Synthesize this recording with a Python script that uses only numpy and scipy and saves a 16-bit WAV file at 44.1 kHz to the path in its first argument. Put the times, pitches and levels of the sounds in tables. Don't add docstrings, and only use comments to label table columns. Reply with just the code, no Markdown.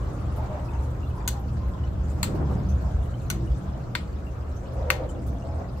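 import sys
import numpy as np
from scipy import signal
from scipy.fft import rfft, irfft
from scipy.io import wavfile
from scipy.ndimage import uniform_filter1d

SR = 44100
rng = np.random.default_rng(int(sys.argv[2]) if len(sys.argv) > 2 else 0)


def wav_out(sig):
    wavfile.write(sys.argv[1], SR, np.round(np.clip(np.atleast_2d(sig).T, -1, 1) * 32767).astype(np.int16))


N = 255780
TIME = np.arange(N) / SR
FREQS = np.maximum(np.arange(N // 2 + 1) * SR / N, 1)
TOP_HZ = 15700

# frequency in Hz, likeness (0 unrelated, 1 the same).
LIKENESS_BY_HZ = [(60, 1), (130, 0.96), (290, 0.73), (640, 0.42), (1400, 0), (4000, 0)]
# time in seconds, relative dB.
HUM_LEVELS = [(0, -36), (3.5, -37.5), (4.6, -42.5), (5.8, -42.5)]
STAND_LEVELS = [(0, -28.5), (0.4, -29.5), (0.65, -32), (0.903, -28.5), (1.15, -30), (1.649, -29),
                (2.03, -25.5), (2.2, -29.5), (2.5, -26.5), (2.78, -26), (2.98, -24.5), (3.15, -32.5),
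                (3.5, -29), (3.88, -37.5), (4.103, -32.5), (4.85, -30.5), (5.8, -32.5)]
CABINET_LEVELS = [(0, -41), (1.35, -43), (1.6, -35), (1.9, -42.5), (2.55, -31.5), (3.05, -43), (3.35, -35),
                  (4.5, -47), (5.3, -41), (5.8, -46.5)]
# pitch in Hz, width in Hz, relative dB.
STAND_RINGS = [(52, 5.7, -4.5), (69.1, 24.5, 2), (90, 41, -24.5)]
CABINET_RINGS = [(115.6, 11.8, -3.5), (138, 32, -5.5), (185.5, 21, -8), (213.6, 7.3, -15)]
TANK_RINGS = [(990, 33, 7), (1130, 98, 7.5), (1334, 103, 8.5), (1486, 54, 9), (1870, 90, 5),
              (2108, 110, 8.5), (2400, 120, -5), (2620, 700, -7.5), (3554, 250, -3), (4166, 160, 3),
              (4840, 65, -5), (6080, 320, -2), (6840, 370, -4), (7730, 370, 3), (9500, 480, 1.5),
              (11300, 400, 1), (12100, 500, -3), (13100, 600, 1), (14700, 400, -1)]
# middle in seconds, peak level in dB, pitch in Hz.
STAND_THUMPS = [(0.805, -22.5, 66), (1.535, -20, 72), (1.695, -18.5, 62), (2.59, -18.5, 70),
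                (2.755, -16.5, 68), (2.865, -18, 72), (3.52, -18, 62), (5.352, -22.5, 62)]
# frequency in Hz, relative dB.
WASH_TONE = [(20, -9), (35, 5), (100, -4.5), (200, -4.5), (320, -4), (420, -9), (550, -8), (900, -15),
             (1350, -17), (1800, -26.5), (2500, -33), (4500, -39), (7500, -39.5), (10500, -52),
             (14500, -45.5), (16000, -55)]
GUSH_TONE = [(100, -24), (220, -3.5), (320, 2), (450, -8), (650, -8.5), (1100, -16.5), (2000, -33),
             (5000, -68)]
# time in seconds, relative dB.
WASH_LEVELS = [(0, 5), (.8, 3.5), (1.6, 2), (2.5, 5), (3.2, 2.5), (4.3, 2), (5.1, 0.5), (5.8, 1)]
# middle and half length in seconds; the wash's centre in Hz,
# width in Hz and relative dB; the ring's pitch in Hz, glide in Hz per second and relative dB.
WATER_SWISHES = [(0.13, 0.12, 1080, 400, -50, 1150, -2, -56),
                 (0.425, 0.043, 890, 450, -46, 875, -100, -41.5),
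                 (0.51, 0.093, 680, 506, -41.5, 612, -31, -42),
                 (0.741, 0.073, 840, 488, -45, 935, -400, -47), (0.98, 0.081, 665, 400, -52, 530, 102, -53),
                 (1.212, 0.05, 940, 300, -43, 990, -200, -45.5),
                 (1.36, 0.06, 920, 450, -49, 808, -200, -46), (1.72, 0.079, 1080, 400, -51, 1031, -1, -49),
                 (2.937, 0.12, 645, 300, -44, 635, 2, -61), (3.417, 0.094, 338, 151, -46, 335, 0.5, -43),
                 (3.738, .07, 640, 260, -42.5, 686, -2.5, -59),
                 (4.81, 0.11, 574, 352, -38, 533.4, -110, -39),
                 (5.005, 0.092, 576, 390, -38.5, 506, -38.5, -37),
                 (5.283, 0.21, 260, 103, -42, 215, -0.5, -49), (5.46, 0.17, 610, 290, -48, 670, 0, -49),
                 (5.505, 0.016, 775, 300, -58, 832, 351, -42.5),
                 (5.65, 0.16, 640, 340, -47.5, 1086, -150, -55)]
# start in seconds, relative dB, pitch in Hz.
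CLEAR_BUBBLES = [(0.3226, -50, 2720), (0.685, -43.5, 2590), (0.7532, -47, 2665), (1.031, -45, 2780),
                 (1.107, -50, 2600), (1.203, -47, 2400), (1.837, -45, 2950), (3.14, -45.5, 3060),
                 (3.473, -47, 2880), (4.2667, -46, 2750), (5.092, -46, 3040), (5.422, -48, 2810),
                 (5.642, -45.5, 1950)]
# start in seconds, relative dB, centre in Hz,
# reach (the band's top edge divided by its centre).
SAND_SCRAPES = [(0.358, -47.5, 12000, 1.16), (0.897, -59, 12000, 1.25), (1.39, -52, 12900, 1.1),
                (2.036, -54, 7000, 1.04), (2.09, -49, 7300, 1.05), (2.1, -55, 14000, 1.1),
                (2.347, -50.5, 12000, 1.5), (2.5, -55, 13500, 1.15), (2.686, -48, 6100, 1.03),
                (2.799, -56, 4470, 1.03), (4.18, -61, 6500, 1.3), (4.555, -50.5, 6200, 1.03),
                (5.088, -45.5, 7400, 1.05), (5.263, -45.5, 10900, 1.8)]
# start in seconds; relative dB of knock, clack, click, ping, crack and
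# sizzle; then the second snap and the first echo, in dB against the first snap.
CLUB_STRIKES = [(1.2768, -38, -39.5, -32.5, -37, -31, -30.5, -5.5, -5),
                (2.2297, -32, -33, -30.5, -44, -28, -34, -17, -6.5),
                (3.3011, -34.5, -35, -35, -37.5, -37.5, -35.5, -25, -6.5),
                (3.9515, -30.5, -28.5, -30, -50, -42, -45, -13, -16),
                (4.9024, -23, -20, -28.5, -36, -36, -31.5, -6.5, -18)]
# low edge in Hz, high edge in Hz, left minus right in dB.
SNAP_BANDS = [(880, 1680, .5), (1680, 3000, 4), (3000, 5200, 1.5), (5700, 6700, 3.5), (6700, 8600, 2),
              (9200, 15500, 5.5)]
# pitch in Hz and level in dB of one note, then another.
SHELL_NOTES = [(6860, -26, 6600, -22.5), (4380, -21.5, 7000, -28), (5900, -25, 9400, -28),
               (1550, -22, 4420, -27), (2120, -14.5, 2660, -15)]


def undb(db):
    return 10 ** (np.asarray(db) / 20)


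def unit(x):
    return x / np.sqrt(np.mean(x ** 2))


def sides(pan_db):
    return undb(np.array([[pan_db], [-pan_db]]) / 2)


def along_hz(points):
    hz, value = np.transpose(points)
    return np.interp(np.log(FREQS), np.log(hz), value)


def along_time(points):
    return np.interp(TIME, *np.transpose(points))


def resonance(hz, width_hz):
    return 1 / (1 + ((FREQS / hz - hz / FREQS) * hz / width_hz) ** 2)


def noise(gain):
    mid, side = rfft(rng.standard_normal((2, N)))
    alike = along_hz(LIKENESS_BY_HZ)
    spectrum = mid * np.sqrt(1 + alike) + np.array([[1], [-1]]) * side * np.sqrt(1 - alike)
    return unit(irfft(gain * spectrum, N))


def drift(steps_per_s):
    k = int(SR / steps_per_s)
    steps = np.repeat(rng.standard_normal(N // k + 1), k)
    return unit(uniform_filter1d(uniform_filter1d(steps, k), k)[:N])


def swell(s, half_s):
    return np.exp(-((TIME - s) / half_s) ** 2 / 2)


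def band(x, low_hz, high_hz, order):
    return signal.sosfilt(signal.butter(order, [low_hz, high_hz], "band", fs=SR, output="sos"), x)


def add(out, s, x):
    i = int(s * SR)
    out[:, i:i + x.shape[1]] += x[:, :N - i]


def room(x, echo_db, t60=0.086, treble_hz=8900):
    t = TIME[:SR // 2]
    tail = rng.standard_normal((2, len(t))) * undb(-60 * t / t60) * (1 - np.exp(-t / 0.0045))
    tail /= np.sqrt(np.sum(tail[0] ** 2))
    tail = signal.sosfilt(signal.butter(1, treble_hz, fs=SR, output="sos"), tail)
    return x + undb(echo_db) * signal.fftconvolve(x, tail, axes=1)[:, :N]


def pump(hum_hz=120, steady_s=0.39):
    hum_gain = undb(along_time(HUM_LEVELS) + 1.55 * drift(7.3))
    out = hum_gain * np.sqrt(2) * np.sin(2 * np.pi * hum_hz * TIME + 0.026 * drift(5.4))
    for rings, levels, gain_db in ((STAND_RINGS, STAND_LEVELS, 0), (CABINET_RINGS, CABINET_LEVELS, 3.5)):
        shake = noise(sum(undb(db) * resonance(hz, width) for hz, width, db in rings))
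        shake /= np.sqrt(uniform_filter1d(np.mean(shake ** 2, axis=0), int(steady_s * SR)))
        out = out + shake * undb(along_time(levels) + gain_db)
    return out


def thumps(half_s=0.017):
    return sum(undb(db) * swell(s, half_s) * np.sin(2 * np.pi * (hz * TIME + rng.random()))
               for s, db, hz in STAND_THUMPS)


def wash_and_hiss(gain_db=-41, flicker_db=2.1):
    wash = noise(undb(along_hz(WASH_TONE))) * undb(gain_db + along_time(WASH_LEVELS))
    spectrum = rfft(wash)
    thirds = 3 * np.log2(FREQS / 1000)
    for k in range(12):
        hiss = irfft(spectrum * np.maximum(1 - np.abs(thirds - k), 0), N)
        flicker = undb(flicker_db * drift(36)) * sides(1.55)
        wash += hiss * (flicker - 1)
    return wash


def gurgle(hz, width_hz=25.2):
    slow = signal.butter(2, width_hz / 2, fs=SR, output="sos")
    flutter = signal.sosfilt(slow, rng.standard_normal((2, N)))
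    ring = np.real((flutter[0] + 1j * flutter[1]) * np.exp(2j * np.pi * np.cumsum(hz) / SR))
    return ring / np.sqrt(uniform_filter1d(ring ** 2, SR // 6) + 1e-18)


def swishes(gush_db=-34, churn_db=2.5):
    out = noise(undb(along_hz(GUSH_TONE))) * undb(gush_db) * swell(s=2.452, half_s=0.135)
    swirl = rfft(noise(1))
    for s, half_s, hz, width_hz, db, ring_hz, glide_hz_per_s, ring_db in WATER_SWISHES:
        wash = unit(irfft(swirl * resonance(hz, width_hz), N)) * undb(db)
        ring = gurgle(ring_hz + glide_hz_per_s * (TIME - s)) * undb(ring_db - 1)
        out += (wash + ring) * swell(s, half_s)
    return out * undb(churn_db * drift(30))


def bubble(hz, t60, glide=0.015):
    t = TIME[:SR // 10]
    ring = np.sin(2 * np.pi * hz * t * (1 + glide * t / t60 / 2) + rng.uniform(0, np.pi, (2, 1)))
    return ring * undb(-60 * t / t60) * (1 - np.exp(-t / 0.00076))


def trickle(soft_count=9, soft_hz=3070, spread_octaves=0.39, fizz_count=800, fizz_cycles=32):
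    out = np.zeros((2, N))
    soft = [(when * N / SR, -55, soft_hz * 2 ** (spread_octaves * (2 * pitch - 1)))
            for when, pitch in rng.random((soft_count, 2))]
    for s, db, hz in CLEAR_BUBBLES + soft:
        add(out, s, bubble(hz, t60=0.044) * undb(db - 3) * sides(11.4))
    for when, pitch, chance in rng.random((fizz_count, 3)):
        octaves = 2.3 * pitch
        hz = 1650 * 2 ** octaves
        db = -63 + 4.5 * octaves + 7 * min(-np.log(chance), 2)
        add(out, when * N / SR, bubble(hz, fizz_cycles / hz) * undb(db) * sides(1.5))
    return room(out, echo_db=-1)


def sand(t60=0.064, rise_s=0.0071, settling_count=100):
    out, t = np.zeros((2, N)), TIME[:SR // 6]
    settling = [(when * N / SR, -61 + 5 * size, 3200 * 2 ** (2.1 * pitch), 1.09)
                for when, size, pitch in rng.random((settling_count, 3))]
    for s, db, hz, reach in SAND_SCRAPES + settling:
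        grit = rng.standard_normal((2, len(t))) * rng.exponential(size=len(t))
        grit = unit(band(grit, hz / reach, hz * reach, order=1))
        loudness = undb(db + 1 - 60 * t / t60) * (1 - np.exp(-t / rise_s))
        add(out, s, grit * loudness * sides(4))
    return room(out, echo_db=7)


def panes(x, direct_db):
    out = undb(direct_db) * x
    for hz, width_hz, db in TANK_RINGS:
        out += undb(db) * signal.lfilter(*signal.iirpeak(hz, hz / width_hz, fs=SR), x)
    return out


def shell_note(t, hz, t60=0.024, rise_s=0.0003, blur_share=0.015):
    blur = np.cumsum(rng.standard_normal(len(t))) * np.sqrt(2 * np.pi * hz * blur_share / SR)
    phase = rng.uniform(0, 2 * np.pi) + 1.22 * rng.standard_normal((2, 1))
    loudness = undb(-60 * t / t60) * (1 - np.exp(-t / rise_s))
    return loudness * np.sin(2 * np.pi * hz * t + phase + blur)


def double_snap(t, second_db, echo_db, collapse_s=0.0034, echo_s=0.0095, burst_t60=0.025, room_t60=0.24):
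    arrivals = ((0, 0), (collapse_s, second_db), (echo_s, echo_db))
    power = sum((t >= lag_s) * undb(db - 60 * (t - lag_s) / burst_t60) ** 2 for lag_s, db in arrivals)
    hit = rng.standard_normal((2, len(t))) * np.sqrt(power)
    for lag_s, db in arrivals[:2]:
        i = int(lag_s * SR)
        hit[[0, 1], [i, i + 4]] += undb(15.5 + db)
    room_tail = rng.standard_normal((2, len(t))) * undb(-18 - 60 * t / room_t60)
    return panes(hit, direct_db=-24) + panes(room_tail, direct_db=-1)


def strikes(top_loss_db_per_s=120):
    out, t = np.zeros((2, N)), TIME[:SR // 3]
    for (s, *levels_db, second_db, echo_db), notes in zip(CLUB_STRIKES, SHELL_NOTES):
        snap = double_snap(t, second_db, echo_db)
        for (low_hz, high_hz, pan_db), db in zip(SNAP_BANDS, levels_db):
            part = band(snap, low_hz, high_hz, order=4)
            part *= undb(-top_loss_db_per_s * t * high_hz / TOP_HZ)
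            part /= part[:, :SR // 100].std(axis=1, keepdims=True)
            add(out, s, part * undb(db - 0.5) * sides(pan_db))
        for hz, db in (notes[:2], notes[2:]):
            add(out, s, shell_note(t, hz) * undb(db) * sides(5))
    return out


def scene():
    return pump() + thumps() + wash_and_hiss() + swishes() + trickle() + sand() + strikes()


def record(dry):
    return signal.sosfilt(signal.ellip(10, .2, 80, TOP_HZ, fs=SR, output="sos"), dry)


dry = scene()
out = record(dry)
wav_out(out)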